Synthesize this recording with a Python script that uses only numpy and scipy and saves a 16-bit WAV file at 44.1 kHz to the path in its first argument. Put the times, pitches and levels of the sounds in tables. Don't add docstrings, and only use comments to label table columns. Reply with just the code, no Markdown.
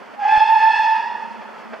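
import sys
import numpy as np
from scipy import signal
from scipy.fft import rfft, irfft
from scipy.io import wavfile
from scipy.ndimage import uniform_filter1d

SR = 44100
rng = np.random.default_rng(int(sys.argv[2]) if len(sys.argv) > 2 else 0)


def transcribe(signal):
    frames = np.atleast_2d(signal).T
    limited = np.clip(frames, -1, 1)
    pcm = np.round(limited * 32767).astype(np.int16)
    wavfile.write(sys.argv[1], SR, pcm)


def natural_amplitude(level_db):
    exponent = np.asarray(level_db, float) / 20
    return 10 ** exponent


N = 79380

# (time [s], level [dB], brightness [dB per overtone])
VALVE = [
    (.165, -48.5, -8.5),
    (0.198, -20, -13),
    (0.262, -12, -3.5),
    (0.319, -10, -0.5),
    (.45, -17.5, 0),
    (0.598, -14, 0.37),
    (0.798, -24.5, 2.5),
    (0.936, -18.5, -5.5),
    (0.967, -39.5, -3),
]
# (frequency [Hz], density [dB per Hz])
ROAR_SPECTRUM = [(25, -49), (120, -22.5), (230, -2.5), (310, -12), (400, -5), (1300, -6.5), (4500, -27),
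                 (15500, -60.5)]


def rms_one(x):
    return x / np.sqrt(np.mean(x ** 2) + 1e-20)


def in_time(rows):
    s, *columns = np.transpose(rows)
    return [np.interp(np.arange(N) / SR, s, c) for c in columns]


def at_hz(points, column=1):
    p = np.array(points)
    hz = np.arange(N + 1) * SR / (2 * N)
    return np.interp(np.log(hz + 1), np.log(p[:, 0]), p[:, column])


def drift(rate_hz):
    r = np.exp(-2 * np.pi * rate_hz / SR)
    slow = signal.lfilter([1], [1, -2 * r, r * r], rng.standard_normal(N + SR))
    return rms_one(slow[SR:])


def coloured(spectrum):
    white = rfft(rng.standard_normal(N), 2 * N)
    return rms_one(irfft(white * natural_amplitude(at_hz(spectrum)))[:N])


def resonance(x, hz, width_hz):
    r = np.exp(-np.pi * width_hz / SR)
    poles = [1, -2 * r * np.cos(2 * np.pi * hz / SR), r * r]
    return signal.lfilter([(1 - r * r) / 2, 0, -(1 - r * r) / 2], poles, x)


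def whistle():
    # (time [s], frequency [Hz])
    pitch = [(.165, 812), (.21, 830), (.265, 850), (.32, 871), (.40, 884), (.55, 889), (.95, 889),
             (1.0, 895)]
    # (multiple [1], level [dB])
    overtones = [(1, -1.5), (2, -13), (3, -20), (4, -27), (5, -34), (6, -35.5), (7, -50.5), (8, -56),
                 (9, -57), (10, -60.5), (11, -60.5), (12, -74.5), (13, -69.5)]
    # (frequency [Hz], density [dB per Hz])
    jet = [(300, -12.5), (900, 0.5), (2500, -4), (5500, -18), (8000, -38.5), (15000, -55.5)]
    wander_hz, jitter_hz, shimmer_db, hiss_db = 3.5, 5, 1.2, -27.5
    (hz,), (db, bright_db) = in_time(pitch), in_time(VALVE)
    unsteady_hz = hz + wander_hz * drift(18.45) + jitter_hz * drift(150)
    phase = 2 * np.pi * np.cumsum(unsteady_hz) / SR
    tone = 0
    for k, level_db in overtones:
        overtone_db = level_db + bright_db * min(k - 1, 4) + shimmer_db * drift(25)
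        tone = tone + natural_amplitude(overtone_db) * np.sin(k * phase)
    sample = np.arange(N)
    opened = (sample > VALVE[0][0] * SR) & (sample < VALVE[-1][0] * SR)
    return natural_amplitude(db) * opened * (tone + natural_amplitude(hiss_db) * coloured(jet))


def moving(x):
    # (closing speed [share of train speed], delay [s], level [dB])
    paths = [(1, 0, 0), (.75, .03, -3), (.55, .05, -5), (-1, .05, -3), (-.9, .065, -7), (2.2, .14, -15),
             (2.7, .2, -14), (3, .3, -14), (1.8, .36, -17), (2.4, .45, -21), (-.2, .4, -17)]
    speed_m_s, sound_m_s = 11.2, 343
    wall_delay_s, walls_db, rear_thin_hz = .06, -5.5, 1570
    t, start = np.arange(N) / SR, VALVE[0][0]
    thin = signal.lfilter(*signal.butter(1, rear_thin_hz, "high", fs=SR), x)
    closing = np.linspace(-.8, .9, 10)
    walls = [(c, wall_delay_s * d, walls_db) for c, d in zip(closing, rng.random(10))]
    total = np.zeros(N)
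    for c, delay, db in [*paths, *walls]:
        ratio = (sound_m_s - speed_m_s) / (sound_m_s - speed_m_s * c)
        emitted = start + (t - start - delay) * ratio
        total += natural_amplitude(db) * np.interp(emitted, t, x if c > .5 else thin)
    return total


def tunnel(x):
    bore_t60_s, cutting_t60_s, cutting_db, wall_cut_hz = 0.29, 1.523, -7.5, 10500
    t = np.arange(N) / SR
    bore = rng.standard_normal(N) * natural_amplitude(-60 * t / bore_t60_s)
    dull = signal.lfilter(*signal.butter(1, wall_cut_hz, fs=SR), rng.standard_normal(N))
    tail = dull * natural_amplitude(-60 * t / cutting_t60_s)
    echoes = (rms_one(bore) + natural_amplitude(cutting_db) * rms_one(tail)) / np.sqrt(N)
    return signal.fftconvolve(x, echoes)[:N]


def engine():
    # (time [s], level [dB])
    approach = [(0.0, -48.5), (0.882, -50), (1.378, -47.5), (1.8, -47.5)]
    over_db = 8
    db, = in_time(approach)
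    roar, shared = coloured(ROAR_SPECTRUM), drift(9)
    low = signal.sosfilt(signal.butter(2, 450, fs=SR, output="sos"), roar)
    high = signal.sosfilt(signal.butter(2, 1600, "high", fs=SR, output="sos"), roar)
    middle = roar - low - high
    lumpy = sum(p * natural_amplitude(.7 * shared + .9 * drift(15)) for p in (low, middle, high))
    return natural_amplitude(db + over_db) * lumpy


def hum():
    # (time [s], level [dB])
    strength = [(0.0, -53), (1.108, -54.5), (1.148, -40.5), (1.192, -55), (1.228, -42.5), (1.468, -45.5),
                (1.574, -65.5), (1.614, -48.5), (1.654, -39.5), (1.724, -38), (1.774, -59.5), (1.8, -50)]
    mode_hz, width_hz = 219.6, 18
    db, = in_time(strength)
    once = resonance(rng.standard_normal(N), mode_hz, width_hz)
    return natural_amplitude(db) * rms_one(resonance(once, mode_hz, 2 * width_hz))


def knocks():
    # (time [s], level [dB])
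    blow_times = [
        (.14, -39.5),
        (0.366, -28),
        (1.42, -37.5),
        (1.737, -30.5),
    ]
    # (frequency [Hz], level [dB], decay time T60 [s], not used below)
    modes = [(660, 4.5, 0.13), (1088, -3, 0.074), (1530, -8, 0.15), (1850, -5, 0.11), (2340, -9.5, 0.064),
             (2480, -37, 0.11), (2570, -10, 1.2)]
    rise_s, fall_s, cut_hz, puff_db = .008, .013, 5000, -0.5
    t = np.arange(N) / SR
    shape = np.zeros(N)
    for s, db in blow_times:
        shape += natural_amplitude(db) * np.exp(np.where(t < s, (t - s) / rise_s, (s - t) / fall_s))
    ring = sum(natural_amplitude(db) * rms_one(resonance(rng.standard_normal(N), hz, 60)) for hz, db, _ in modes)
    blows = shape * (rms_one(ring) + natural_amplitude(puff_db) * coloured(ROAR_SPECTRUM))
    return signal.sosfilt(signal.butter(4, cut_hz, fs=SR, output="sos"), blows)


def ports(x, side):
    # (frequency [Hz], left's phase lead [rad], left minus right [dB])
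    port_pair = [(60, -2.9, 0), (260, -2.3, -1), (500, -1.3, -2.5), (870, -.65, -3.3), (1700, -.15, -2),
                 (3000, 0, -.5), (5500, 0, 1), (12000, 0, -.5)]
    dip_hz, dip_width_hz, dip_db = 3867, 310, -9
    hz = np.arange(N + 1) * SR / (2 * N)
    dip = natural_amplitude(dip_db * np.exp(-((hz - dip_hz) / dip_width_hz) ** 2))
    half = natural_amplitude(at_hz(port_pair, column=2) / 2) * np.exp(.5j * at_hz(port_pair))
    a, b = rfft(x, 2 * N) * dip, rfft(side, 2 * N) * dip
    return irfft(np.array([(a + b) * half, (a - b) / half]))[:, :N]


def level_control(x):
    limit_db, share, release_db_per_s = -9, .5, 120
    fall = release_db_per_s * np.arange(N) / SR
    peak_db = 20 * np.log10(np.abs(x).max(axis=0) + 1e-9)
    held_db = np.maximum.accumulate(peak_db + fall) - fall
    over_db = uniform_filter1d(np.maximum(held_db - limit_db, 0), size=150)
    return x * natural_amplitude(-share * over_db)


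def level_ticks():
    # (time [s], click [dB], thump [dB])
    gain_steps = [(0.316, -29, -53.5), (.377, -31.5, -27), (0.413, -35, -43), (0.484, -53.5, -55),
                  (0.594, -28, -62), (.598, -39.5, -57), (0.601, -34.5, -64.5), (.715, -40.5, -63.5),
                  (0.792, -32, -40), (.794, -46.5, -68.5), (0.926, -33, -52.5), (.958, -29, -57),
                  (1.799, -53, -40)]
    click_fall_s, thump_fall_s = .00006, .0037
    t = np.arange(N) / SR
    total = np.zeros(N)
    for s, click_db, thump_db in gain_steps:
        click = natural_amplitude(click_db) * np.exp(-np.abs(t - s) / click_fall_s)
        thump = natural_amplitude(thump_db) * np.exp(-np.abs(t - s) / thump_fall_s)
        total += (t >= s) * (click + thump)
    return total


def scene():
    direct_db, wide_db, roar_wide_db = 0, -17, -7.5
    blast = moving(whistle())
    near = natural_amplitude(direct_db) * blast + tunnel(blast) + engine() + hum() + knocks()
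    side = natural_amplitude(wide_db) * tunnel(blast) + natural_amplitude(roar_wide_db) * engine()
    return ports(near, side)


def roll_off(x):
    return signal.sosfilt(signal.butter(12, 16040, fs=SR, output="sos"), x)


def record(dry):
    bend, self_noise_db, scan_hz, scan_db, cutoff_hz = .012, -69, 15690, -88.5, 16050
    t = np.arange(N) / SR
    bent = signal.lfilter(*signal.butter(1, 15, "high", fs=SR), bend * dry ** 2)
    self_noise = natural_amplitude(self_noise_db) * rng.standard_normal((2, N))
    scan_line = natural_amplitude(scan_db) * np.sin(2 * np.pi * scan_hz * t)
    x = level_control(dry) + bent - level_ticks() + self_noise + scan_line
    x = signal.sosfilt(signal.cheby2(16, 60, cutoff_hz, fs=SR, output="sos"), x)
    return roll_off(x)


dry = scene()
out = record(dry)
transcribe(out)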